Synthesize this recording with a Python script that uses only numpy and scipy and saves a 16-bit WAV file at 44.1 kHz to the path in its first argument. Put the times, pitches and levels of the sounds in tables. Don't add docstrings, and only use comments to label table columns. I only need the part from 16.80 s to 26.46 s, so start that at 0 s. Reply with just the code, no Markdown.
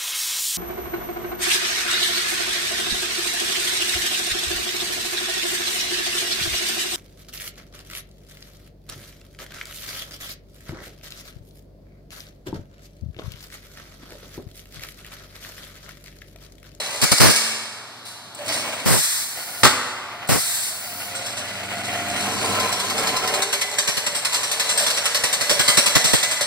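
import sys
import numpy as np
from scipy import signal
from scipy.fft import rfft, irfft, next_fast_len
from scipy.io import wavfile

SR = 44100
rng = np.random.default_rng(int(sys.argv[2]) if len(sys.argv) > 2 else 0)


def master(y):
    cut = np.clip(np.atleast_2d(y).T, -1, 1)
    pcm = np.round(cut * 32767)
    wavfile.write(sys.argv[1], SR, pcm.astype(np.int16))


N = 426006
TIME = np.arange(N) / SR
MID_ONLY = np.array([[1], [0]])

# (time [s], relative level [dB])
WHIRL = [(4.3, -34), (4.88, -35), (5.6, -26), (6.42, -28.5), (6.88, -33.5), (8.15, -25.5), (8.35, -28.5),
         (9.15, -25), (9.66, -29)]
# (time [s], relative level [dB])
PULL = [(1.59, -39), (1.66, -38), (1.69, -29), (2.04, -34.5)]
# (frequency [Hz], relative level [dB])
JINGLE_COLOUR = [(40, -50.5), (150, -27), (450, -7), (1000, -3), (2000, 2.5), (3000, -8), (4200, 6.5),
                 (5500, -2.5), (6500, -3.5), (8400, 1), (10000, -5), (13000, -9.5), (15500, -53.5)]


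def undb(db):
    return 10 ** (np.asarray(db) / 20)


def lookup(hz, points):
    f, value = np.transpose(points)
    return np.interp(np.log(np.maximum(hz, 1)), np.log(f), value)


def tint(x, points):
    size = next_fast_len(x.shape[-1] + 4096, True)
    gain = undb(lookup(np.fft.rfftfreq(size, 1 / SR), points))
    return irfft(rfft(x, size) * gain, size)[..., :x.shape[-1]]


def noise(points):
    x = tint(rng.standard_normal((2, N)), points)
    return x / x.std()


def unit(x):
    return x / np.sqrt(np.sum(np.abs(x) ** 2, axis=-1, keepdims=True))


def curve(rows, fade_s=0.041):
    s, db = np.transpose(rows)
    inside_s = np.minimum(TIME - s[0], s[-1] - TIME)
    return undb(np.interp(TIME, s, db)) * np.clip(1 + inside_s / fade_s, 0, 1)


def held(start_s, end_s, db, release_s, rise_s=0.005):
    rise = 1 - np.exp(-np.maximum(TIME - start_s, 0) / rise_s)
    return undb(db) * rise * np.exp(-np.maximum(TIME - end_s, 0) / release_s)


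def bursts(rows, rise_s, shape):
    power = np.zeros(N)
    for s, db, length_s in rows:
        span = slice(int(max(s, 0) * SR), int((s + 4 * length_s) * SR))
        age_s = np.maximum(TIME[span] - s, 0)
        gain = undb(db) * (1 - np.exp(-age_s / rise_s)) * np.exp(-(age_s / length_s) ** shape)
        power[span] += gain ** 2
    return np.sqrt(power)


def walk(knots_per_s):
    return np.interp(TIME * knots_per_s, np.arange(N // 100), rng.standard_normal(N // 100))


def contacts(rate_per_s, spread_db, t60_s):
    size_db = spread_db * np.clip(rng.standard_normal(N), -2, 2)
    energy = (rng.random(N) < rate_per_s / SR) * undb(size_db) ** 2
    decay = np.exp(-2 * np.log(1000) / (t60_s * SR))
    energy = signal.lfilter([1], [1, -decay], energy + 1e-18)
    return np.sqrt(energy / energy.mean()) * rng.standard_normal((2, N))


def body(force, colour, modes, ring_db):
    size = next_fast_len(N + SR // 2, True)
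    f = np.fft.rfftfreq(size, 1 / SR)
    response = unit(undb(lookup(f, colour))) + 0j
    for hz, width_hz, db in modes:
        response += undb(db + ring_db) * unit(1 / (1 + 2j * (f - hz) / width_hz))
    return irfft(rfft(force, size) * unit(response) * np.sqrt(len(f)), size)[:, :N]


def pings(rows, colour, count):
    out = np.zeros((2, N))
    for s, db, t60_s in rows:
        start = int(s * SR)
        t = TIME[:min(int(.7 * t60_s * SR), N - start)]
        fade = (1 - np.exp(-t / 0.0052)) * np.exp(-np.log(1000) * t / t60_s)
        hz = 900 * 11 ** (rng.random(count) ** .7)
        weight = unit(rng.choice([-1, 1], (2, count)) * undb(lookup(hz, colour)))
        partials = weight @ np.sin(2 * np.pi * np.outer(hz, t))
        out[:, start:start + len(t)] += undb(db) * fade * partials
    return out


def rings(rows):
    out = np.zeros(N)
    for s, hz, db, t60_s in rows:
        span = slice(int(s * SR), int((s + t60_s) * SR))
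        t = TIME[span] - TIME[span][0]
        fade = (1 - np.exp(-t / 0.0042)) * np.exp(-np.log(1000) * t / t60_s)
        out[span] += undb(db) * fade * np.sin(2 * np.pi * hz * t)
    return out * MID_ONLY


def recolour(x, starts_s, spread_db):
    pad = 512
    out = np.zeros((2, N + 4096))
    edges = [0] + [int(s * SR) for s in sorted(starts_s)] + [N]
    hz = np.geomspace(700, 15000, 100)
    for a, b in zip(edges, edges[1:]):
        size = next_fast_len(b - a + 2 * pad, True)
        gain = undb(spread_db * np.clip(rng.standard_normal(len(hz)), -2, 2))
        gain = gain / np.sqrt(np.mean(gain ** 2))
        gain = np.interp(np.fft.rfftfreq(size, 1 / SR), hz, gain)
        padded = np.pad(x[:, a:b], ((0, 0), (pad, 0)))
        piece = irfft(rfft(padded, size) * gain, size)
        out[:, a:b + 2 * pad] += piece[:, :b - a + 2 * pad]
    return out[:, pad:N + pad]


def shifting(x, spread_db):
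    shifts_per_s = 22
    return recolour(x, rng.uniform(0, N / SR, int(shifts_per_s * N / SR)), spread_db)


def whine(rows, octave_db, waver, flutter_db):
    s, hz, db = np.transpose(rows)
    pitch_hz = np.interp(TIME, s, hz) * (1 + waver * walk(60))
    phase = 2 * np.pi * np.cumsum(pitch_hz) / SR
    tone = np.sin(phase) + undb(octave_db) * np.sin(2 * phase)
    return tone * curve(np.transpose([s, db])) * undb(flutter_db * walk(14)) * MID_ONLY


def coast():
    # (relative level [dB], release [s])
    last_whirl = (-25, 0.37)
    db, release_s = last_whirl
    return undb(db) * np.exp(-TIME / release_s)


def stray_clinks(motion):
    clinks_per_s, clink_db, t60_s = 35, -7, .09
    starts = rng.integers(0, N - 1, int(clinks_per_s * N / SR))
    rows = [(i / SR, 20 * np.log10(motion[i] + 1e-9) + clink_db, t60_s) for i in starts]
    return pings(rows, JINGLE_COLOUR, count=4)


def spiral():
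    # (time [s], relative level [dB], chatter length [s])
    slaps = [(4.3494, -23.5, 0.048), (4.4578, -21.5, 0.063), (4.5702, -20.5, 0.042), (5.4196, -23, 0.0194),
             (5.516, -21, 0.024), (5.7961, -10.5, 0.014), (5.9248, -13.5, 0.014), (5.9968, -12.5, 0.0158),
             (6.097, -16, 0.03), (6.1774, -16.5, 0.045), (6.2701, -10.5, 0.028), (6.3637, -12, 0.016),
             (6.474, -12.5, 0.018), (6.5383, -12, 0.024), (6.6205, -8, 0.015), (6.7265, -9.5, 0.026),
             (6.812, -10.5, 0.023), (6.9136, -19, 0.022), (6.984, -8, 0.0279), (7.0747, -9, 0.034),
             (7.1684, -12, 0.03), (7.2644, -11.5, 0.023), (7.349, -15.5, 0.044), (7.4486, -9.5, 0.0267),
             (7.5234, -15, 0.059), (7.6312, -13.5, 0.017), (7.7139, -12.5, 0.028), (7.7968, -9, 0.026),
             (7.891, -11.5, 0.042), (7.9747, -10.5, 0.072), (8.0643, -10.5, 0.031), (8.172, -10.5, 0.015),
             (8.2554, -7.5, 0.017), (8.3456, -7.5, 0.029), (8.436, -8, 0.025), (8.528, -9, 0.022),
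             (8.609, -9.5, 0.024), (8.6948, -8, 0.052), (8.7918, -7, 0.034), (8.8791, -6.5, 0.046),
             (8.971, -3.5, 0.036), (9.0597, -8, 0.038), (9.1515, -4, 0.035), (9.2412, -9.5, 0.049),
             (9.3311, -7.5, 0.05), (9.4281, -8, 0.02), (9.512, -13, 0.036), (9.609, -10, 0.027)]
    # (time [s], relative level [dB], length [s])
    drags = [(7.542, -20.5, .028), (8.07, -25, -0.05), (8.1, -19, 0.02), (8.155, -21.5, -0.22),
             (9.255, -27, 0.14)]
    # (frequency [Hz], relative level [dB])
    wire_colour = [(40, -50.5), (150, -27), (450, -13.5), (1000, 0), (2000, 3.5), (3000, -7.5), (4200, 5),
                   (5500, -1), (6500, -3.5), (8400, 2.5), (10000, -7), (13000, -4.5), (15500, -56)]
    # (frequency [Hz], width [Hz], relative energy [dB])
    wire_modes = [(583, 33, -15), (997, 22, -24), (1614, 15, -37), (2013, 8.9, -15.5), (4090, 150, -18),
                  (4466, 21, -22), (5140, 50, -20), (5630, 70, -15.5), (7690, 120, -14.5),
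                  (8020, 90, -15.5), (8395, 43, -11.5), (8756, 17, -20)]
    drag_modes = [(4140, 120, -12), (4500, 40, -6)]
    rebound_s, rebound_db = .014, -1

    chatter = bursts(slaps, rise_s=0.00039, shape=1.45) * contacts(rate_per_s=2000, spread_db=0.5, t60_s=0.012)
    struck = body(undb(-9.5) * chatter, wire_colour, wire_modes, ring_db=2.5)
    struck = recolour(struck, [s - .004 for s, _, _ in slaps], spread_db=4.5)

    clinks = [(s, db, .1) for s, db, _ in slaps]
    for s, db, _ in slaps:
        clinks.append((s + rebound_s * (.5 + rng.random()), db + rebound_db, .06))
    ring = undb(-6.5) * pings(clinks, wire_colour, count=18)

    scrape = bursts(drags, rise_s=.003, shape=2) * rng.standard_normal((2, N))
    drag = body(scrape, wire_colour, drag_modes, ring_db=-5)

    loose = undb(0.67) * curve(WHIRL) + undb(-0.5) * curve(PULL) + coast()
    touches = undb(2.0 * walk(35)) * contacts(rate_per_s=980, spread_db=1.0, t60_s=0.031)
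    jingle = body(undb(-5.5) * loose * touches, JINGLE_COLOUR, wire_modes, ring_db=-4.0)
    return struck + ring + drag + shifting(jingle, spread_db=3.5) + stray_clinks(loose)


def clamps():
    # (time [s], relative level [dB], chatter length [s])
    clacks = [(.215, -18, 0.024), (0.235, -14, 0.0136), (.315, -13, 0.016), (.378, -18.5, 0.012),
              (.402, -17.5, 0.1), (0.497, -19.5, 0.029), (.56, -19.5, 0.022), (.665, -31, 0.0144),
              (1.25, -41, 0.079), (1.66, -36, 0.0203), (1.678, -26, 0.015), (1.722, -29, 0.055)]
    # (frequency [Hz], relative level [dB])
    clamp_colour = [(30, -36.5), (120, -18), (500, -3), (1100, -3.5), (1900, 2.5), (3000, -11), (4200, 5),
                    (5300, 3), (6500, -6), (8300, 5.5), (11000, -6), (15500, -11.5)]
    # (frequency [Hz], width [Hz], relative energy [dB])
    clamp_modes = [(1660, 44, -22), (2245, 120, -12.5), (4060, 120, -12), (4950, 190, -14)]
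    # (time [s], level [dB], t60 [s])
    mesh_rings = [(.47, -24.5, 0.735), (1.25, -42, 0.22), (1.685, -23.5, 0.22)]
    # (frequency [Hz], relative level [dB])
    mesh_colour = [(900, -37), (2200, -4), (3000, -13), (4200, -3), (5050, 4), (6500, -16), (10000, -23.5)]
    # (time [s], frequency [Hz], level [dB], t60 [s])
    part_rings = [(.48, 223.1, -36, 0.6), (.48, 432, -43, 0.85), (1.241, 3987, -38, 0.22),
                  (1.585, 589, -33, 0.35)]
    force = bursts(clacks, rise_s=0.00078, shape=2.26) * contacts(rate_per_s=1400, spread_db=2.5, t60_s=0.023)
    struck = undb(0.07) * body(force, clamp_colour, clamp_modes, ring_db=-6.5)
    struck = recolour(struck, [s for s, _, _ in clacks], spread_db=3)
    return struck + pings(mesh_rings, mesh_colour, count=110) + rings(part_rings)


def cutter():
    # (time [s], relative level [dB], chatter length [s])
    cuts = [(2.832, -9.5, 0.022), (2.845, -11, 0.035)]
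    # (frequency [Hz], relative level [dB])
    cutter_colour = [(30, -34), (110, 0.5), (300, -1), (700, 1), (1300, 8), (2000, 2.5), (3000, -9.5),
                     (4300, 2.5), (6400, -10), (8200, -2), (11000, -14), (15500, -21)]
    # (frequency [Hz], width [Hz], relative energy [dB])
    cutter_modes = [(837, 11, -16), (1879, 15.3, -8)]
    # (time [s], level [dB], t60 [s])
    frame_ring = [(2.836, -31, 1.9)]
    # (frequency [Hz], relative level [dB])
    frame_colour = [(950, -5), (1250, 4.5), (1550, -7.5), (2100, -22), (3000, -34.5)]
    # (frequency [Hz], level [dB], t60 [s])
    frame_modes = [(258, -34.5, 1.17), (1024, -38, 1.74), (1191, -37.5, 1.2), (1196, -34, 1.52),
                   (1210, -40, 1.23), (1373, -37, 1.0), (1445, -29, 0.94), (1545, -36, 0.5)]
    force = bursts(cuts, rise_s=0.0016, shape=0.91) * contacts(rate_per_s=2100, spread_db=2.5, t60_s=0.02)
    frame = pings(frame_ring, frame_colour, count=60) + rings([(cuts[0][0], *mode) for mode in frame_modes])
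    return undb(2.5) * body(force, cutter_colour, cutter_modes, ring_db=-11.0) + frame


def wire_ping():
    # (time [s], frequency [Hz], level [dB], t60 [s])
    free_end = [(2.884, 7980, -15, .05)]
    return rings(free_end)


def air():
    # (time [s], relative level [dB], rise [s], stroke [s], sag [dB/s])
    vents = [(2.048, -18, 0.03, 0.37, -24.5), (3.486, -22, 0.0046, 0.4, -17.5)]
    # (time [s], level [dB], length [s])
    tick_rows = [(1.546, -35, .01), (1.657, -36, .012), (3.473, -35, .02)]
    # (frequency [Hz], relative level [dB])
    jet_colour = [(400, -52.5), (1000, -8.5), (2000, 2), (3000, -14.5), (3900, 3.5), (5400, 1.5),
                  (6400, -5), (8200, 7.5), (10000, -2), (12500, -1.5), (15500, -9.5)]
    bleed_colour = [(1000, -22), (3000, -24), (4300, 6), (6400, -6.5), (8200, 2), (10000, -1), (15500, -2)]
    tick_colour = [(2000, -25), (4500, -3), (6500, -11), (8200, 10), (10000, -11), (15000, -9)]
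    valve_close_s, bleed_db, bleed_s = 0.041, -36.5, 0.784
    blast = bleed = 0
    for s, db, rise_s, stroke_s, sag_db_per_s in vents:
        sag = undb(sag_db_per_s * np.maximum(TIME - s, 0))
        blast = blast + held(s, s + stroke_s, db, valve_close_s, rise_s) * sag
        bleed = bleed + held(s, s + bleed_s, bleed_db, valve_close_s)
    flutter = undb(1.1 * walk(37))
    ticks = bursts(tick_rows, rise_s=0.0011, shape=1.5) * noise(tick_colour)
    jet = undb(-1.5) * blast * noise(jet_colour) + bleed * noise(bleed_colour)
    return flutter * shifting(jet, spread_db=2.5) + ticks


def buffets():
    # (time [s], relative level [dB], length [s])
    cylinder_puffs = [(.222, -23, 0.036), (.316, -18.5, 0.025), (.4, -16.5, 0.072), (.415, -17.5, 0.1),
                      (2.058, -20.5, 0.13), (2.834, -18.5, 0.0525), (3.49, -20.5, 0.092)]
    # (time [s], relative level [dB])
    fanning = [(7.082, -32), (7.171, -33), (7.268, -38), (8.438, -36), (8.61, -35), (8.703, -28),
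               (8.796, -24.5), (8.883, -25.5), (8.974, -19), (9.065, -31), (9.156, -18), (9.245, -27),
               (9.334, -18.5)]
    # (frequency [Hz], relative level [dB])
    mid_colour = [(25, -29), (80, 5), (200, 6), (600, 6), (1200, 6), (2200, 2.5), (4000, -9.5)]
    side_colour = [(25, -13), (60, -9), (120, 6.5), (250, -3), (450, -6.5), (800, -11.5), (1400, -26),
                   (3000, -23.5)]
    fan_puff_s = 0.02204
    fanned = [(s, db, fan_puff_s) for s, db in fanning]
    gust = bursts(cylinder_puffs + fanned, rise_s=0.00084, shape=5.0) * undb(0.22 * walk(150))
    return gust * np.array([undb(-0.5) * noise(mid_colour)[0], undb(4.0) * noise(side_colour)[1]])


def rubbing():
    # (time [s], relative level [dB])
    feed_rows = [(3.65, -64.5), (3.948, -47.5), (3.968, -47), (4.854, -40), (5.376, -34.5), (5.5, -52)]
    grind_rows = [(5.45, -31), (5.806, -23.5), (6.008, -32.5), (6.172, -25.5), (6.6, -31), (6.68, -65)]
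    # (start [s], end [s], level [dB], release [s], rise [s])
    creep = (2.5, 3.5, -41, 0.2, 0.02)
    # (start [s], end [s], relative level [dB], release [s])
    full_speed = (6.5, 9.7, 0.42, 1)
    # (frequency [Hz], relative level [dB])
    rub_colour = [(30, -60), (150, -9), (400, -10), (600, 1.5), (1300, -5), (2200, -3.5), (3000, -14),
                  (6000, -23.5)]
    # (frequency [Hz], width [Hz], relative energy [dB])
    pull_modes = [(650, 14.6, -10), (590, 63, -7)]
    feed_modes = [(602, 130, -16.5), (707, 31.4, -0.5), (765, 50, -5.5), (1443, 68, 1), (2000, 480, 1.5)]
    grind_modes = [(404, 5.8, -16), (452, 16, -2.5), (570, 65, -18), (748, 11, -5.5), (818, 5.5, -17),
                   (1032, 42, 1.5), (774, 43, -10), (1320, 72, -4)]
    spin_modes = [(461.5, 6.2, -13), (580, 26.3, -11.5), (748.5, 6.6, -6)]

    pull = undb(-1.5) * curve(PULL)
    feed = undb(5.5) * curve(feed_rows) + held(*creep)
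    grind = undb(-0.35) * curve(grind_rows)
    spin = undb(-8.5) * curve(WHIRL) * held(*full_speed) + undb(-9.0) * coast()
    stages = [(pull, pull_modes), (feed, feed_modes), (grind, grind_modes), (spin, spin_modes)]
    slips = undb(2 * walk(45)) * contacts(rate_per_s=1000, spread_db=1.0, t60_s=0.024)
    rubbed = sum(body(pressure * slips, rub_colour, modes, ring_db=-5.5) for pressure, modes in stages)
    return shifting(rubbed, spread_db=2)


def feed_whine():
    # (time [s], pitch [Hz], level [dB])
    roller_rows = [(3.93, 705, -50), (4.15, 710, -44), (4.4, 702, -49), (4.8, 699, -48),
                   (5.03, 684.3, -36.5), (5.42, 708, -35.5), (5.52, 721, -55)]
    return whine(roller_rows, octave_db=-12, waver=0.008, flutter_db=2)


def guide_song():
    # (time [s], pitch [Hz], level [dB])
    song_rows = [(4.34, 536, -41), (4.55, 582, -43), (4.75, 613, -56)]
    return whine(song_rows, octave_db=-16.5, waver=0.04, flutter_db=3.0)


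def drive_whine():
    # (time [s], pitch [Hz], level [dB])
    speed_rows = [(6.3, 374.4, -47), (6.58, 389.4, -35.5), (6.85, 412.3, -47.5), (7.55, 442, -47),
                  (8.4, 477, -45), (8.9, 478, -57)]
    return whine(speed_rows, octave_db=-1, waver=0.012, flutter_db=2.5)


def drive():
    # (time [s], relative level [dB])
    load_rows = [(4.1, -57), (4.16, -55.5), (5.72, -31), (6.04, -50), (6.09, -36), (6.56, -44.5)]
    # (frequency [Hz], relative level [dB])
    drive_colour = [(25, -52), (50, -34), (75, -4), (100, 2), (160, -0.5), (260, 7), (400, 2.5), (900, -44)]
    # (frequency [Hz], width [Hz], relative energy [dB])
    drive_modes = [(98.6, 4.4, -10), (117.8, 2.44, -6.5), (201.23, 2.4, -4.5)]
    idle = undb(-53.5)
    load = idle + undb(1.5) * curve(load_rows) + undb(-9.5) * curve(PULL)
    force = load * contacts(rate_per_s=610, spread_db=3.0, t60_s=0.038)
    return undb(-5.0) * body(force, drive_colour, drive_modes, ring_db=-6.87)


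def hum(lines):
    out = 0
    for hz, db in lines:
        out = out + undb(db + 1.5 * walk(3.38)) * np.sin(2 * np.pi * hz * TIME + 0.35 * walk(10))
    return out


def workshop(x):
    # (frequency [Hz], t60 [s])
    room_t60 = [(100, 0.67), (1200, 1.72), (4000, 1.109), (8000, 1.04), (15000, 0.702)]
    f, t, z = signal.stft(rng.standard_normal((2, SR * 3 // 2)), SR)
    decay = np.exp(-np.log(1000) * t / lookup(f, room_t60)[:, None])
    tail = signal.istft(z * decay, SR)[1]
    onset = np.clip(TIME[:tail.shape[-1]] / 0.00395, 0, 1)
    return signal.fftconvolve(x, unit(tail * onset), axes=-1)[:, :N]


def hall():
    # (frequency [Hz], relative level [dB])
    shop_colour = [(25, -62), (70, -24), (110, 1), (200, -3), (400, -2.5), (700, 5.5), (1400, 4),
                   (3000, -12.5), (4200, 2.5), (6400, -14.5), (12000, -16), (15500, -38)]
    # (frequency [Hz], level [dB])
    idle_lines = [(97.2, -62), (118.6, -57.5)]
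    # (time [s], relative level [dB])
    load_hum = [(3.7, -64), (4.1, -57), (4.5, -53), (5.0, -44.5), (5.7, -42.5), (6.6, -59)]
    # (frequency [Hz], relative level [dB])
    load_lines = [(97.2, -2), (119, -2), (195, 0.97)]
    motors = hum(idle_lines) + curve(load_hum) * hum(load_lines)
    return undb(-43.5) * noise(shop_colour) + motors * MID_ONLY


def ports(x):
    straight, lag_samples = .3, 9
    shared, apart = np.sqrt(1 + straight) * x[0], np.sqrt(1 - straight) * x[1]
    left, right = np.roll(shared + apart, lag_samples), shared - apart
    return np.array([left + right, left - right]) / 2


def scene():
    # (frequency [Hz], gain [dB])
    side_gain = [(60, -7.5), (300, -8.5), (700, -8.5), (1400, -14), (1900, -13), (2400, 2.5), (3100, 12.5),
                 (4300, -7), (6400, 5.5), (8200, -3.5), (15000, 2)]
    wire, clack, cut, hiss = spiral(), clamps(), cutter(), air()
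    rub = rubbing() + drive() + drive_whine() + feed_whine() + guide_song()
    echo_send = undb(-6.0) * wire + undb(1.0) * clack + undb(-8.0) * cut + undb(-4.5) * hiss + undb(-7.0) * rub
    field = ports(wire + clack + hiss) + cut + wire_ping() + rub + workshop(echo_send) + hall()
    mid, side = np.array([field[0], tint(field[1], side_gain)]) + buffets()
    return np.array([mid + side, mid - side])


def record(dry):
    top_hz = 15700
    low_pass = signal.ellip(10, .2, 70, top_hz, fs=SR, output="sos")
    return signal.sosfilt(low_pass, np.clip(dry, -1, 1))


dry = scene()
out = record(dry)
master(out)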